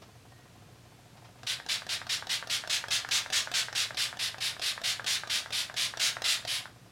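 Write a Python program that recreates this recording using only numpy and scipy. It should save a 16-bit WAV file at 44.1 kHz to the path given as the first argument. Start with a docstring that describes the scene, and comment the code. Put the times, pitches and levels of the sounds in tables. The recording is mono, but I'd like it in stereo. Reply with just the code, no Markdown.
"""A small mist bottle is pumped 24 times in a quick run, close by in a small draped room.
In each cycle the plastic head clicks under the finger, the nozzle hisses as liquid breaks into drops,
the piston bottoms out, and the valve knocks as it springs back. Steady resonances of the room
colour these sounds, as well as the few rubs and the faint squeak of the grip that precede them.
Behind it lie the faint ticking of a lens focus motor, room air and mains hum."""
import sys
import numpy as np
from scipy import signal
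from scipy.fft import rfft, irfft, next_fast_len
from scipy.io import wavfile
from scipy.ndimage import uniform_filter1d

SR = 44100
rng = np.random.default_rng(int(sys.argv[2]) if len(sys.argv) > 2 else 0)


def file_out(sig):
    """Save sig as 16-bit WAV at sys.argv[1]."""
    # one column per channel
    cols = np.atleast_2d(sig).T
    # limit, then scale
    lim = np.clip(cols, -1, 1)
    pcm = np.round(lim * 32767).astype(np.int16)
    wavfile.write(sys.argv[1], SR, pcm)


N = 304731

# pump cycles: (click time [s], nozzle opening time [s], knock time [s],
# click level [dB], jet level [dB], knock level [dB])
CYCLES = [(1.432, 1.465, 1.599, -46.5, -32, -28), (1.663, 1.686, 1.819, -44.5, -30.5, -29.5),
          (1.866, 1.888, 2.015, -43.5, -31.5, -26.5), (2.067, 2.091, 2.223, -43, -30.5, -26),
          (2.269, 2.291, 2.425, -41.5, -30.5, -25), (2.472, 2.496, 2.637, -43, -30, -26),
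          (2.674, 2.695, 2.839, -41, -29, -23.5), (2.883, 2.905, 3.047, -41, -28.5, -23.5),
          (3.088, 3.109, 3.26, -40.5, -27.5, -25.5), (3.301, 3.323, 3.472, -40.5, -27.5, -24),
          (3.515, 3.537, 3.683, -39.5, -28, -25), (3.727, 3.749, 3.906, -41, -29, -25),
          (3.945, 3.968, 4.127, -43.5, -30, -27), (4.17, 4.189, 4.343, -44.5, -31.5, -27.5),
          (4.382, 4.403, 4.565, -44.5, -31.5, -32), (4.595, 4.614, 4.777, -41, -31, -24.5),
          (4.815, 4.835, 4.995, -43.5, -30, -23), (5.043, 5.061, 5.234, -42, -29, -25),
          (5.273, 5.295, 5.459, -42.5, -30, -27.5), (5.505, 5.52, 5.697, -42.5, -31.5, -27),
          (5.741, 5.762, 5.937, -44, -30.5, -26), (5.972, 5.994, 6.167, -39.5, -28, -22),
          (6.219, 6.239, 6.424, -37, -28, -39), (6.45, 6.47, 6.655, -38.5, -32, -28.5)]
ORDINARY_DB, ORDINARY_S = -30.0, 0.115  # reference level and length of a stroke


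def jet(length, db, width_db, pan_db, size=10240):
    """Atomisation: one stroke hisses, finest at peak pressure, and the coarse drops come last."""
    # jet spectrum: (frequency [Hz], level [dB])
    spectrum = [(150, -32), (330, -28), (560, -20), (720, -19), (900, -18.5), (1250, -12.5), (1600, -6.5),
                (2500, -4), (3600, 0.5), (5400, -4.5), (7500, -11), (9300, -15), (11200, -17),
                (12200, -24.5), (16000, -29.7)]
    # stereo difference relative to the sum: (frequency [Hz], level [dB])
    side_spectrum = [(300, -12), (1300, -23), (2200, -10), (3500, -11.5), (5400, -7), (6200, -9), (7000, 2),
                     (7900, 1), (9000, 2), (10800, -5.5), (12300, -1), (14000, 2), (16000, -12)]
    t, hz = np.arange(size) / SR, bins(size)
    stronger, slower = db - ORDINARY_DB, length - ORDINARY_S
    pressure = np.sin(np.pi * np.clip(t / length, 0, 1))
    rise_s = 0.028 * length * np.exp(-0.12 * stronger)  # a hard push opens the nozzle more abruptly
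    opening = 1 - np.exp(-(t / rise_s) ** 2)
    mist_flow = .5 - .5 * np.tanh((t - 0.83 * length) / 0.024)
    dribble = .5 - .5 * np.tanh((t - 0.83 * length - 0.025) / 0.042)
    # a strong jet has more body and a rounder top; a slow one is thinner and airier
    body_db = -0.5 + 0.45 * stronger - 28 * slower
    top_db = 0.4 - 0.6 * stronger + 50 * slower
    shape_db = read(spectrum, hz) + body_db * bump(hz, 1560, 0.3) + top_db * bump(hz, 10900, 0.22)
    sizzle, fizz = 0.85 * bump(hz, 7600, 0.27), 0.7 * bump(hz, 14500, 0.2)
    shape_db = unit_power(shape_db) + stronger * (sizzle + fizz)
    # off axis the two microphones fall out of phase in the treble: sum dips, difference grows
    mid_db = shape_db - 0.91 * width_db * bump(hz, 6400, 0.1)
    side_db = shape_db + read(side_spectrum, hz) + width_db * (1 + 0.5 * bump(hz, 7800, 0.3))
    treble, bass = 1 / (1 + (6000 / (hz + 1)) ** 4), 1 / (1 + (hz / 1900) ** 4)
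    mid_side = []
    for part_db in (mid_db, side_db):
        hiss = colour(sputter(size, depth_db=0.9), part_db)
        fine, coarse = (irfft(rfft(hiss) * band, size) for band in (treble, bass))
        medium = hiss - fine - coarse
        mist = medium * amp(2 * (pressure - 1)) + fine * amp(7.5 * (pressure - 1) + 1.45)
        mid_side.append(mist * mist_flow + coarse * dribble)
    return stereo(*mid_side) * opening * amp(db + 0.44) * amp([[pan_db / 2], [-pan_db / 2]])


def strokes(return_s=0.039, return_s_per_db=0.0018):
    """Spring return ends each push, earlier after a hard one: (time [s], length [s], level [dB])."""
    return [(opens, knock - opens - return_s - return_s_per_db * (db - ORDINARY_DB), db)
            for _, opens, knock, _, db, _ in CYCLES]


def sprays():
    """Directivity: as the bottle sweeps to and fro, each jet has its own balance and stereo width."""
    # path of the nozzle: (time [s], left over right [dB], stereo width [dB])
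    sweep = [(1.5, -0.6, 2), (2.5, -0.4, 1.3), (2.9, 0.5, -2), (3.3, 0.4, -2.3), (3.8, 1.1, 2.5),
             (4.5, 1, 4), (5.06, 0, -0.3), (5.5, -0.2, 2.8), (6, 0.2, -1.2), (6.25, 0.9, 2.5),
             (6.5, 0.5, 3.5)]
    when, pan_db, width_db = np.transpose(sweep)
    out = np.zeros((2, N))
    for s, length, db in strokes():
        hiss = jet(length, db, np.interp(s, when, width_db), np.interp(s, when, pan_db))
        add(out, s, room(hiss, early_db=-11, tail_db=-10))
    return out


def valve_knocks(slosh_db=-28.5, slosh_s=0.031, size=4096):
    """Impact: the returning piston seats the valve with a dull pop, and liquid stirs in the chamber."""
    # knock spectrum: (frequency [Hz], level [dB])
    spectrum = [(150, -29), (380, -16.5), (560, -4.5), (1100, -5), (1650, 2.5), (2100, -7), (2800, -18.5),
                (5000, -26), (12000, -51)]
    t, out = np.arange(size) / SR, np.zeros((2, N))
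    for _, _, s, _, _, db in CYCLES:
        detune = 1 + 0.035 * rng.standard_normal()
        pop = impulse(np.array(spectrum) * [detune, 1])
        stir = amp(slosh_db) * rng.standard_normal(size) * (rng.random(size) < .1) * np.exp(-t / slosh_s)
        stir[0] = 1  # the impact itself
        knock = -amp(db + 1) * signal.fftconvolve(stir, pop)
        add(out, s + 0.00148, room(knock, early_db=-4.5, tail_db=-9))
    return out


def head_clicks(ring_db=-9, rattle_db=-12, rattle_s=0.0035, size=4096):
    """Contact chatter: the head snaps against its stem, rattles briefly and rings the bottle."""
    # snap spectrum: (frequency [Hz], level [dB])
    spectrum = [(30, -36), (150, -23), (400, -17), (750, -3), (1700, -4), (2400, -9), (4200, -1.5),
                (6500, -8), (9000, -17), (16000, -27.5)]
    t, out = np.arange(size) / SR, np.zeros((2, N))
    bands = [signal.butter(2, 2200, kind, fs=SR, output="sos") for kind in ("low", "high")]
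    for s, _, _, click_db, jet_db, _ in CYCLES:
        contact = amp(rattle_db) * rng.standard_normal(size) * np.exp(-t / rattle_s)
        contact[0] = 1  # the first contact
        snap = signal.fftconvolve(contact, impulse(spectrum))[:size]
        click = snap + amp(ring_db) * bottle_ring(t, cutoff_hz=9000)
        parts = [signal.sosfilt(band, click) for band in bands]
        low, high = (part / part[t < .01].std() for part in parts)
        bright_db = -1 + 0.8 * (jet_db - ORDINARY_DB)  # brighter before a strong jet
        click = amp(click_db - 2.6) * (low - amp(bright_db) * high)
        add(out, s + .0009, room(click, early_db=-7, tail_db=-5))
    return out


def piston_stops(thud_db=-43, lead_s=0.016, size=4096):
    """Cushioned impact: the piston bottoms out on liquid as the jet dies."""
    t, out = np.arange(size) / SR, np.zeros(N)
    for s, length, _ in strokes():
        thud = bottle_ring(t, cutoff_hz=760) * (1 - np.exp(-t / 0.0013))
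        add(out, s + length - lead_s, amp(thud_db) * thud)
    return out


def bottle_ring(t, cutoff_hz):
    """Modal vibration: struck plastic rings in damped sines; a softer blow has a lower cutoff."""
    # modes of head and bottle: (frequency [Hz], level [dB], 60 dB decay time [s])
    modes = [(560, -9.5, 0.053), (745, 1.5, 0.036), (1490, -17, 0.012), (1716, 2, 0.015),
             (2790, -12, 0.053), (3480, -7.5, 0.059), (4150, -19, 0.052), (5200, -9, 0.055),
             (6160, -18, 0.034)]
    hz, db, t60 = np.transpose(modes)[:, :, None]
    detune, uneven = rng.standard_normal((2, len(modes), 1))
    envelopes = amp(db + 2 * uneven) * np.exp(-np.log(1000) * t / t60)
    partials = envelopes * np.sin(2 * np.pi * hz * (1 + 0.0454 * detune) * t)
    return (partials / (1 + (hz / cutoff_hz) ** 4)).sum(0)


def finger_rubs():
    """Sliding friction: skin shifting on plastic makes soft bursts of noise."""
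    # shifts of the grip: (time [s], level [dB], length [s])
    shifts = [(0.018, -51, 0.037), (1.168, -54.5, .03), (1.243, -53.5, .045), (1.387, -56, .02)]
    # rub spectrum: (frequency [Hz], level [dB])
    spectrum = [(200, -6), (750, 9), (2200, -2), (4200, -3.5), (5700, -5), (8000, -22), (16000, -30)]
    out = np.zeros(N)
    for s, db, length in shifts:
        t = np.arange(round(2 * length * SR)) / SR
        rub = unit_rms(colour(sputter(len(t), depth_db=1), read(spectrum, bins(len(t)))))
        envelope = (1 - np.exp(-t / 0.0038)) * np.exp(-2 * t / length)
        add(out, s, amp(db + 4.5) * rub * envelope)
    return out


def grip_squeak():
    """Stick-slip friction: skin on smooth plastic gives a brief, wavering tone."""
    # course of the squeak: (time [s], frequency [Hz], level [dB])
    course = [(.29, 1850, -83), (.32, 1860, -60), (.38, 1875, -65), (.42, 1915, -71), (.5, 1900, -74)]
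    t = np.arange(N) / SR
    s, hz, db = np.transpose(course)
    waver = unit_rms(uniform_filter1d(rng.standard_normal(N), 300))
    turns = np.cumsum(np.interp(t, s, hz) * (1 + 0.0117 * waver)) / SR
    return amp(np.interp(t, s, db, left=-200, right=-200)) * np.sin(2 * np.pi * turns)


def focus_motor(tick_db=-53, clock_hz=29.97, size=3072):
    """Damped vibration: the lens motor hunts in groups of four ticks, each two tones and a scrape."""
    t, out = np.arange(size) / SR, np.zeros(N)
    steps = np.arange(-1, 23)[:, None] * 9 + np.arange(4) * 2  # groups 9 steps apart, ticks 2
    starts = steps.ravel() / clock_hz + .253
    tones = np.sin(2 * np.pi * 720 * t) + amp(-8) * np.sin(2 * np.pi * 1037 * t)
    envelope = np.exp(-t / 0.011) * (1 - np.exp(-t / 0.0011))
    for s in starts[starts > 0]:
        scrape = unit_rms(colour(rng.standard_normal(size), 30 * bump(bins(size), 600, 1.6)))
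        add(out, s, amp(tick_db + .5 * rng.standard_normal()) * (tones + 0.75 * scrape) * envelope)
    return out


def room_air(air_db=-56):
    """Noise floor: broadband ventilation rumble and microphone hiss, with the harmonics of mains hum."""
    # air spectrum: (frequency [Hz], level [dB])
    spectrum = [(20, -22), (42, -16), (60, -18), (85, -0.5), (115, 3), (150, -3.5), (230, -7), (400, -11),
                (800, -16.5), (1600, -19), (4000, -21.5), (8000, -27), (14000, -34.5), (16000, -41)]
    # stereo difference relative to the sum: (frequency [Hz], level [dB])
    side_spectrum = [(30, -2), (80, -7), (130, -6.5), (220, 1), (450, 3), (900, 6), (2500, 4.5),
                     (5000, 2.5), (15000, 2)]
    # mains harmonics: (frequency [Hz], rms level [dB])
    harmonics = [(60, -72), (120, -63), (180, -76)]
    hz, t = bins(N), np.arange(N) / SR
    mid_db = unit_power(read(spectrum, hz))
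    side_db = mid_db + read(side_spectrum, hz)
    mid, side = colour(rng.standard_normal((2, N)), np.array([mid_db, side_db]))
    hum = sum(np.sqrt(2) * amp(db) * np.sin(2 * np.pi * (f * t + rng.random())) for f, db in harmonics)
    return amp(air_db) * stereo(mid, side) + hum


def room_resonances(x, dip_db=-1.25):
    """Resonance: the room adds narrow, steady peaks between about 650 and 1600 Hz to the pump sounds."""
    # room resonances: (frequency [Hz], bandwidth [Hz], gain [dB])
    resonances = [(649, 63, 5), (750, 43, 1), (904, 44, 6.5), (1042, 29, 4), (1210, 55, 5), (1578, 47, 1.5)]
    size = next_fast_len(N)
    hz = bins(size)
    lift_db = sum(db / (1 + (2 * (hz - centre) / width) ** 2) for centre, width, db in resonances)
    gain = amp(lift_db + dip_db * bump(hz, 910, 0.55))
    return irfft(rfft(x, size) * gain, size)[:, :N]


def room(x, early_db, tail_db, size=11264):
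    """Reverberation: early reflections from near surfaces, then a damped tail, drawn anew each call."""
    # room decay: (frequency [Hz], 60 dB decay time [s])
    t60 = [(200, 0.24), (700, 0.32), (1600, 0.3), (3500, 0.31), (7000, 0.28), (14000, 0.29)]
    t = np.arange(size) / SR
    early = rng.standard_normal((2, size)) * (rng.random((2, size)) < 2500 / SR)
    early = early * np.exp(-t / 0.0093) * (t > .001)
    hz, when, noise = signal.stft(rng.standard_normal((2, size)), SR, nperseg=256)
    decay = np.exp(-np.log(1000) * when / read(t60, hz)[:, None])
    tail = signal.istft(noise * decay, SR, nperseg=256)[1][:, :size]
    tail = tail * np.clip(t / .012 - .5, 0, 1)
    early, tail = (v / np.linalg.norm(v, axis=1, keepdims=True) for v in (early, tail))
    response = amp(early_db) * stereo(early[0], 0.37 * early[1])
    response += amp(tail_db) * stereo(tail[0], 0.46 * tail[1])
    response[:, 0] += 1  # the direct sound
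    return signal.fftconvolve(np.atleast_2d(x), response, axes=1)


def sputter(size, depth_db):
    """Random amplitude modulation: noise whose level varies over about two milliseconds."""
    clumps = unit_rms(uniform_filter1d(rng.standard_normal(size), 90))
    return unit_rms(rng.standard_normal(size) * amp(depth_db * clumps))


def impulse(points, size=1024):
    """Minimum phase: the shortest causal click with this spectrum, peak 1."""
    log_gain = np.log(amp(read(points, abs(np.fft.fftfreq(size, 1 / SR)))))
    click = np.fft.ifft(np.exp(np.conj(signal.hilbert(log_gain)))).real
    return click / abs(click).max()


def amp(db):
    """Decibels to amplitude ratio."""
    return 10 ** (np.asarray(db) / 20)


def unit_rms(x):
    """Normalises a signal to rms 1."""
    return x / np.sqrt(np.mean(x ** 2) + 1e-20)


def unit_power(db):
    """Normalises a spectrum in dB to mean power 1."""
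    return db - 10 * np.log10(np.mean(amp(db) ** 2))


def read(points, hz):
    """Linear interpolation of a table over log frequency."""
    f, value = np.transpose(points)
    return np.interp(np.log(hz + 1), np.log(f + 1), value)


def bins(size):
    """Frequencies of a real FFT."""
    return np.fft.rfftfreq(size, 1 / SR)


def colour(x, db):
    """Spectral filtering by a gain in dB for each bin."""
    return irfft(rfft(x) * amp(db), x.shape[-1])


def bump(hz, centre_hz, octaves):
    """A Gaussian over log frequency, height 1."""
    return np.exp(-.5 * (np.log2((hz + 1) / centre_hz) / octaves) ** 2)


def stereo(mid, side):
    """Left and right from sum and difference."""
    return np.array([mid + side, mid - side])


def add(mix, s, sound):
    """Superposes a sound on the mix at time s."""
    part = mix[..., max(round(s * SR), 0):][..., :sound.shape[-1]]
    part += sound[..., :part.shape[-1]]


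def scene():
    """Superposition: the bottle's sounds, coloured by the room, over the background."""
    handling = room(piston_stops() + finger_rubs() + grip_squeak(), early_db=-12, tail_db=-10)[:, :N]
    bottle = sprays() + head_clicks() + valve_knocks() + handling
    return room_resonances(bottle) + focus_motor() + room_air()


def record(dry):
    """Band limiting: a steep low-pass filter removes the highest treble."""
    lowpass = signal.firwin(511, cutoff=16200, window=("kaiser", 9), fs=SR)
    return signal.oaconvolve(dry, lowpass[None], "same", axes=1)


dry = scene()
out = record(dry)
file_out(out)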